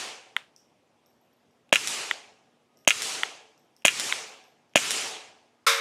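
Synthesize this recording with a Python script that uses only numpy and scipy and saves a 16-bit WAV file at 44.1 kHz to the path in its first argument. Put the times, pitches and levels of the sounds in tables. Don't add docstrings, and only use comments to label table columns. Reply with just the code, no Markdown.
import sys
import numpy as np
from scipy import signal
from scipy.fft import rfft, irfft
from scipy.io import wavfile
from scipy.ndimage import uniform_filter1d

SR = 44100
rng = np.random.default_rng(int(sys.argv[2]) if len(sys.argv) > 2 else 0)


def volts(x):
    e = np.asarray(x, float) / 20
    return 10 ** e


def generate_wav(signal):
    frames = np.transpose(np.atleast_2d(signal))
    scaled = np.clip(frames, -1, 1) * 32767
    pcm = np.round(scaled).astype(np.int16)
    wavfile.write(sys.argv[1], SR, pcm)


N = 255912
T = np.arange(N) / SR

# time in seconds, muzzle thump in dB, wash in dB, gain cut in dB.
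SHOTS = [
    (-.3, -12, -7, 40),
    (1.7255, -11, -8, 40),
    (2.8742, -11, -8, 40),
    (3.8495, -11, -8, 40),
    (4.7557, -10, -7.5, 36),
]
# trigger lead in seconds, gas jet in dB, case ejection in dB,
# echo delay in seconds, echo in dB.
ROUNDS = [
    (.0333, -10, -20, .1476, -10),
    (.0254, -4, -17, .1454, -12),
    (.028, -3, -14, .1474, -10),
    (.0197, -11, -24, .151, -7),
]
# time in seconds, level in dB, rise in seconds, t60 in seconds.
CLANG = (5.6645, -18, .003, .7)


def unit(x):
    return x / np.sqrt(np.mean(x ** 2) + 1e-20)


def along(points, hz):
    f, v = np.transpose(points)
    return np.interp(np.log(hz + 1), np.log(f + 1), v)


def causal(x, spectrum):
    gain = volts(along(spectrum, np.fft.rfftfreq(8192, 1 / SR)))
    cepstrum = irfft(np.log(gain + 1e-5))
    cepstrum[1:4096] *= 2
    cepstrum[4097:] = 0
    impulse = irfft(np.exp(rfft(cepstrum)))
    return signal.fftconvolve(x, impulse)[:len(x)]


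def patchy(level_db, patchy_db):
    hz, t, z = signal.stft(rng.standard_normal(N), SR, nperseg=512)
    field = uniform_filter1d(rng.standard_normal(z.shape), size=6, axis=0)
    field = uniform_filter1d(field, size=6, axis=1)
    gain = volts(level_db(hz[:, None], t) + patchy_db * unit(field))
    return signal.istft(z * gain, SR, nperseg=512)[1][:N]


def ring(modes, t, spread_db, attack):
    hz, db, t60 = np.transpose(modes)[..., None]
    luck = rng.standard_normal((2, len(modes), 1))
    sign = (-1) ** np.arange(len(modes))[:, None]
    decay = volts(db + spread_db * luck[0] - 60 * t / t60)
    detune = 1 + .008 * spread_db * luck[1]
    modes_sum = np.sum(sign * decay * np.sin(2 * np.pi * hz * detune * t), 0)
    return modes_sum * (1 - np.exp(-t / attack))


def add(track, s, sound):
    part = track[round(s * SR):][:len(sound)]
    part += sound[:len(part)]


def room(x, t60, wet_db):
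    t = np.arange(SR // 4) / SR
    tail = rng.standard_normal(len(t)) * volts(-60 * t / t60) * (1 - np.exp(-t / .006))
    tail /= np.linalg.norm(tail)
    return x + volts(wet_db) * signal.fftconvolve(x, tail)[:N]


def air():
    # frequency in Hz, density in dB per Hz.
    breeze = [(20, -32), (50, -12), (80, -4), (120, -1), (180, -5), (250, -2), (500, -3), (790, -4),
              (1000, -9), (1600, -15), (3200, -16), (4200, -22), (5500, -22), (8000, -27), (12600, -34),
              (13200, -46)]
    # frequency in Hz, level in dB, start in seconds, end in seconds.
    machinery = [
        (239, -76, 0, 5.8),
        (1240, -76, 2.66, 2.87),
        (1240, -77, 5.52, 5.67),
    ]
    wind = volts(-67) * unit(causal(patchy(lambda hz, t: 0 * (hz + t), patchy_db=1.6), breeze))
    for hz, db, start, end in machinery:
        fade = np.clip((T - start) / .05 + .1, 0, 1) * (T < end)
        wind += volts(db) * np.sin(2 * np.pi * hz * T) * fade
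    return wind


def wash():
    # frequency in Hz, density in dB per Hz.
    colour = [(18, -56), (30, -30), (118, -11), (176, -13), (409, -5), (593, -6), (1340, -3), (1490, -5),
              (2470, 0), (3970, -3), (6720, -2), (9480, -8), (12700, -23), (15200, -33), (16500, -63)]
    # frequency in Hz, t60 in seconds.
    decay = [(60, .5), (150, .46), (300, .58), (700, .8), (1300, .55), (2800, .54), (6000, .48),
             (10000, .4), (14000, .36)]
    # frequency in Hz, dB before the echo arrives.
    shade = [(2500, 0), (6000, -2), (10000, -6)]
    # frequency in Hz, width in Hz, level in dB.
    resonances = [(435, 14, 0), (760, 25, -2), (2900, 900, -13)]
    far_db, far_slower = -29, 2.2

    def level_db(hz, t):
        t60 = along(decay, hz)
        power = 0
        for s, _, db, _ in SHOTS:
            age = np.maximum(t - s, 0)
            near = db - 60 * (age - .25) / t60 + (age < .147) * along(shade, hz)
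            far = db + far_db - 60 * (age - .25) / (far_slower * t60)
            power = power + (t > s + .008) * volts(2 * near) + (t > s + .15) * volts(2 * far)
        return 10 * np.log10(power + 1e-20) - 7.4

    plain = causal(patchy(level_db, patchy_db=1.5), colour)
    hz = np.fft.rfftfreq(N, 1 / SR)
    lift = 1
    for centre, width, db in resonances:
        damping = 1j * hz * width
        lift = lift + volts(db) * damping / (centre * centre - hz * hz + damping)
    return irfft(rfft(plain) * lift, N)


def roofing():
    # frequency in Hz, level in dB, t60 in seconds.
    sheets = [(435, -34, 1), (750, -37, 1.05), (860, -40, 1), (1655, -40, 1)]
    out, t = np.zeros(N + SR), np.arange(SR) / SR
    for s, *_ in SHOTS:
        waver = volts(2.5 * unit(uniform_filter1d(rng.standard_normal(len(t)), size=4000)))
        add(out, s + .5, waver * ring(sheets, t, spread_db=.8, attack=.03))
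    return out[SR // 2:][:N]


def clang():
    # frequency in Hz, density in dB per Hz.
    sheet = [(59, -72), (100, -42), (360, -26), (466, -10), (761, -16), (1270, 0), (1950, -6), (2120, -1),
             (2990, -10), (3700, -4), (4290, -12), (4990, -9), (12500, -24), (15500, -35), (16500, -67)]
    # frequency in Hz, level in dB, t60 in seconds.
    panel = [(458, -13, 1.5), (549, -13, 1.5), (1030, -4, .3), (1105, -3, .3), (1190, -4, .25),
             (1297, -2, .2), (1370, -3, .3), (2135, -10, .8), (2272, -7, .54), (3671, -8, .6),
             (5112, -4, .25)]
    s, db, rise, t60 = CLANG
    t = np.arange(N - round(s * SR)) / SR
    luck = rng.uniform(size=(3, 1200, 1))
    place = (np.arange(1200)[:, None] + luck[0]) / 1200
    hz = 60 * (16000 / 60) ** (place ** .45)
    life = t60 * (hz / 2000) ** -.3 * (.3 + luck[1])
    level = along(sheet, hz) + 14 * np.log10(hz / 2000)
    dense = volts(level - 60 * t / life) * np.sin(2 * np.pi * (hz * t + luck[2]))
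    crowd = volts(-19) * dense.sum(0) * (1 - np.exp(-t / rise))
    out = np.zeros(N)
    add(out, s, volts(db) * (crowd + .6 * ring(panel, t, spread_db=.5, attack=rise)))
    return out


def cases():
    # time in seconds, peak in dB, pitch factor.
    landings = [
        (0.365, -6, 1.01),
        (2.111, -6, .98),
        (3.233, -5, .98),
        (4.124, -6, 1.07),
    ]
    # frequency in Hz, level in dB, t60 in seconds.
    bench = [(950, -17, .014), (1390, -12, .012), (1980, -2, .009), (2400, -10, .006), (3060, -3, .006),
             (3550, -7, .006), (6400, -25, .008), (8350, -28, .005), (12100, -50, .025)]
    # frequency in Hz, level in dB.
    slab = [(150, -30), (500, -6), (1500, 0), (3500, -1), (5000, -14), (9000, -18), (13000, -34)]
    # time in seconds, tick in dB, ring in dB.
    bounces = [(.563, -43, -70), (.579, -54, -80), (1.061, -52, -67), (1.21, -74, -70), (1.33, -68, -72),
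               (1.51, -64, -76), (2.772, -50, -70), (2.789, -58, -80), (3.578, -54, -70), (3.765, -44, -64),
               (4.4394, -52, -66), (4.695, -62, -80)]
    # frequency in Hz, level in dB, t60 in seconds.
    brass = [(5600, -16, .3), (12300, -5, .2), (12400, 0, .2), (12520, -3, .2)]
    # time in seconds, level in dB, t60 in seconds.
    skid = (4.272, -62, .22)
    knocks, blows, ticks = np.zeros(N), np.zeros(N), np.zeros(N)
    t = np.arange(SR // 3) / SR

    for s, db, pitch in landings:
        add(knocks, s - .0002, volts(db - 27 - 60 * t / .01) * rng.standard_normal(len(t)))
        add(knocks, s + .0003, volts(db + 2) * ring(bench, pitch * t, spread_db=.6, attack=.0005))
        blows[round(s * SR)] = volts(db - .7)
    knocks = causal(knocks, [(60, -38), (600, 0), (12000, 0), (16000, -12)])
    blows = causal(blows, slab)
    scattered = room(blows, t60=.27, wet_db=0) - blows

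    for s, tick_db, ring_db in bounces:
        grit = volts(-60 * t / .008) * rng.standard_normal(len(t))
        scratch = causal(grit, [(2500, -20), (5000, 0), (10000, -2), (15000, -12)])
        tick = ring([(5550, 0, .005), (8200, -12, .004)], t, spread_db=1.5, attack=.0003) + .2 * scratch
        tumble = volts(4 * unit(uniform_filter1d(rng.standard_normal(len(t)), size=400)))
        tube = tumble * ring(brass, t, spread_db=.4, attack=.002)
        add(ticks, s, volts(tick_db + 6) * tick + volts(ring_db - 8) * tube)

    s, db, t60 = skid
    scrape = causal(rng.standard_normal(len(t)), [(6000, -30), (9000, -6), (13000, 0)])
    add(ticks, s, volts(db - 60 * t / t60) * scrape)
    return knocks + scattered, room(ticks, t60=.45, wet_db=-3)


def bank():
    # frequency in Hz, density in dB per Hz.
    earth = [(290, -38), (500, -8), (2540, -5), (3540, -1), (4530, -4), (5550, -1), (9220, -6),
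             (13100, -17), (16000, -29)]
    # extra delay in seconds, level in dB.
    ledges = [(0, 0), (.0048, -9), (.0092, -6)]
    out = np.zeros(N)
    for (s, *_), (*_, delay, db) in zip(SHOTS[1:], ROUNDS):
        for later, step_db in ledges:
            arrival = s + delay + later
            out[round((arrival + .0011) * SR)] += volts(db + step_db + 12.5)
            out[round((arrival + .00165) * SR)] += volts(db + step_db + 10.5)
    return causal(out, earth)


def contacts():
    # body in dB, bright in dB, t60 in seconds.
    trigger = (-48, -54, .01)
    # seconds after the shot, body in dB, bright in dB, t60 in seconds.
    firing = [
        (-.0031, -21, -50, .008),
        (0, -6, -22, .016),
        (.0019, -4, -16, .018),
        (.0115, -9, -15, .014),
    ]
    feeding = [
        (.0168, -21, -30, .01),
        (.0312, -5, -19, .02),
        (.0391, -18, -30, .02),
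    ]
    locking = [(.0151, -18, -30, .012), (.0189, -16, -21, .022), (.0368, -26, -36, .01)]
    rows = []
    for (s, *_), (lead, jet_db, eject_db, *_) in zip(SHOTS[1:], ROUNDS):
        pull = (-lead, *trigger)
        jet = (.0049, -15, jet_db, .012)
        ejection = (.0217, -22, eject_db, .014)
        is_last = s == SHOTS[-1][0]
        cycle = [pull, jet, ejection] + firing + (locking if is_last else feeding)
        rows += [(s + later, *rest) for later, *rest in cycle]
    return rows


def pistol():
    # frequency in Hz, level in dB.
    body = [(1350, -14), (1750, -10), (2100, -8), (2450, -4), (2850, -1.5), (3300, -8), (3900, -17)]
    # frequency in Hz, level in dB.
    bright = [(5600, -6), (6500, -2), (7000, -3), (7900, -8), (9300, -6), (11500, -15)]
    out, t = np.zeros(N), np.arange(SR // 16) / SR
    for s, body_db, bright_db, t60 in contacts():
        frame = [(hz, db + body_db + 4.5, t60 * .7) for hz, db in body]
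        slide = [(hz, db + bright_db - .7, t60 * .6) for hz, db in bright]
        low = ring(frame, t, spread_db=1.8, attack=.0006)
        high = ring(slide, t, spread_db=2.5, attack=.0003)
        spit = volts(bright_db - 9 - 60 * t / (t60 * .7)) * rng.standard_normal(len(t))
        add(out, s, low + high + causal(spit, [(1000, -6), (3000, 3), (9000, 4), (15000, -8)]))

    u = t / .0025
    push = volts(-34) * (1 - u) * np.exp(-u) * (1 - np.exp(-t / .001))
    gas = [(310, -10, .02), (130, -32, .04), (600, 2, .013), (980, -4, .011)]  # Hz, dB, t60 s
    for s, thump_db, *_ in SHOTS[1:]:
        thump = push + ring(gas, t, spread_db=1.2, attack=.0012)
        add(out, s + .001, volts(thump_db + 8) * thump)
    return room(out, t60=.11, wet_db=-16)


def gain_db():
    cuts = [(s, cut_db, .214) for s, _, _, cut_db in SHOTS] + [(CLANG[0], 12, .01)]
    total = np.zeros(N)
    for s, cut_db, slow in cuts:
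        onset = np.clip((T - s + .013) / .011, 0, 1)
        total -= cut_db * onset * np.exp(-(np.maximum(T - s, 0) / slow) ** 1.58)
    return total


def scene():
    knocks, ticks = cases()
    hits = pistol() + bank() + knocks + clang()
    ambience = wash() + air() + ticks + roofing()
    return (hits + volts(gain_db()) * ambience)[None]


def top_cut(x):
    return signal.sosfilt(signal.butter(12, 16840, fs=SR, output="sos"), x)


def record(dry):
    # frequency in Hz, level in dB.
    mic = [(20, -28), (60, -11), (150, 0), (14000, 0), (15500, -3), (16200, -12), (17000, -50)]
    clipped = dry[0] / (1 + np.abs(dry[0] / .5) ** 6) ** (1 / 6)
    return top_cut(causal(clipped, mic)[None])


dry = scene()
out = record(dry)
generate_wav(out)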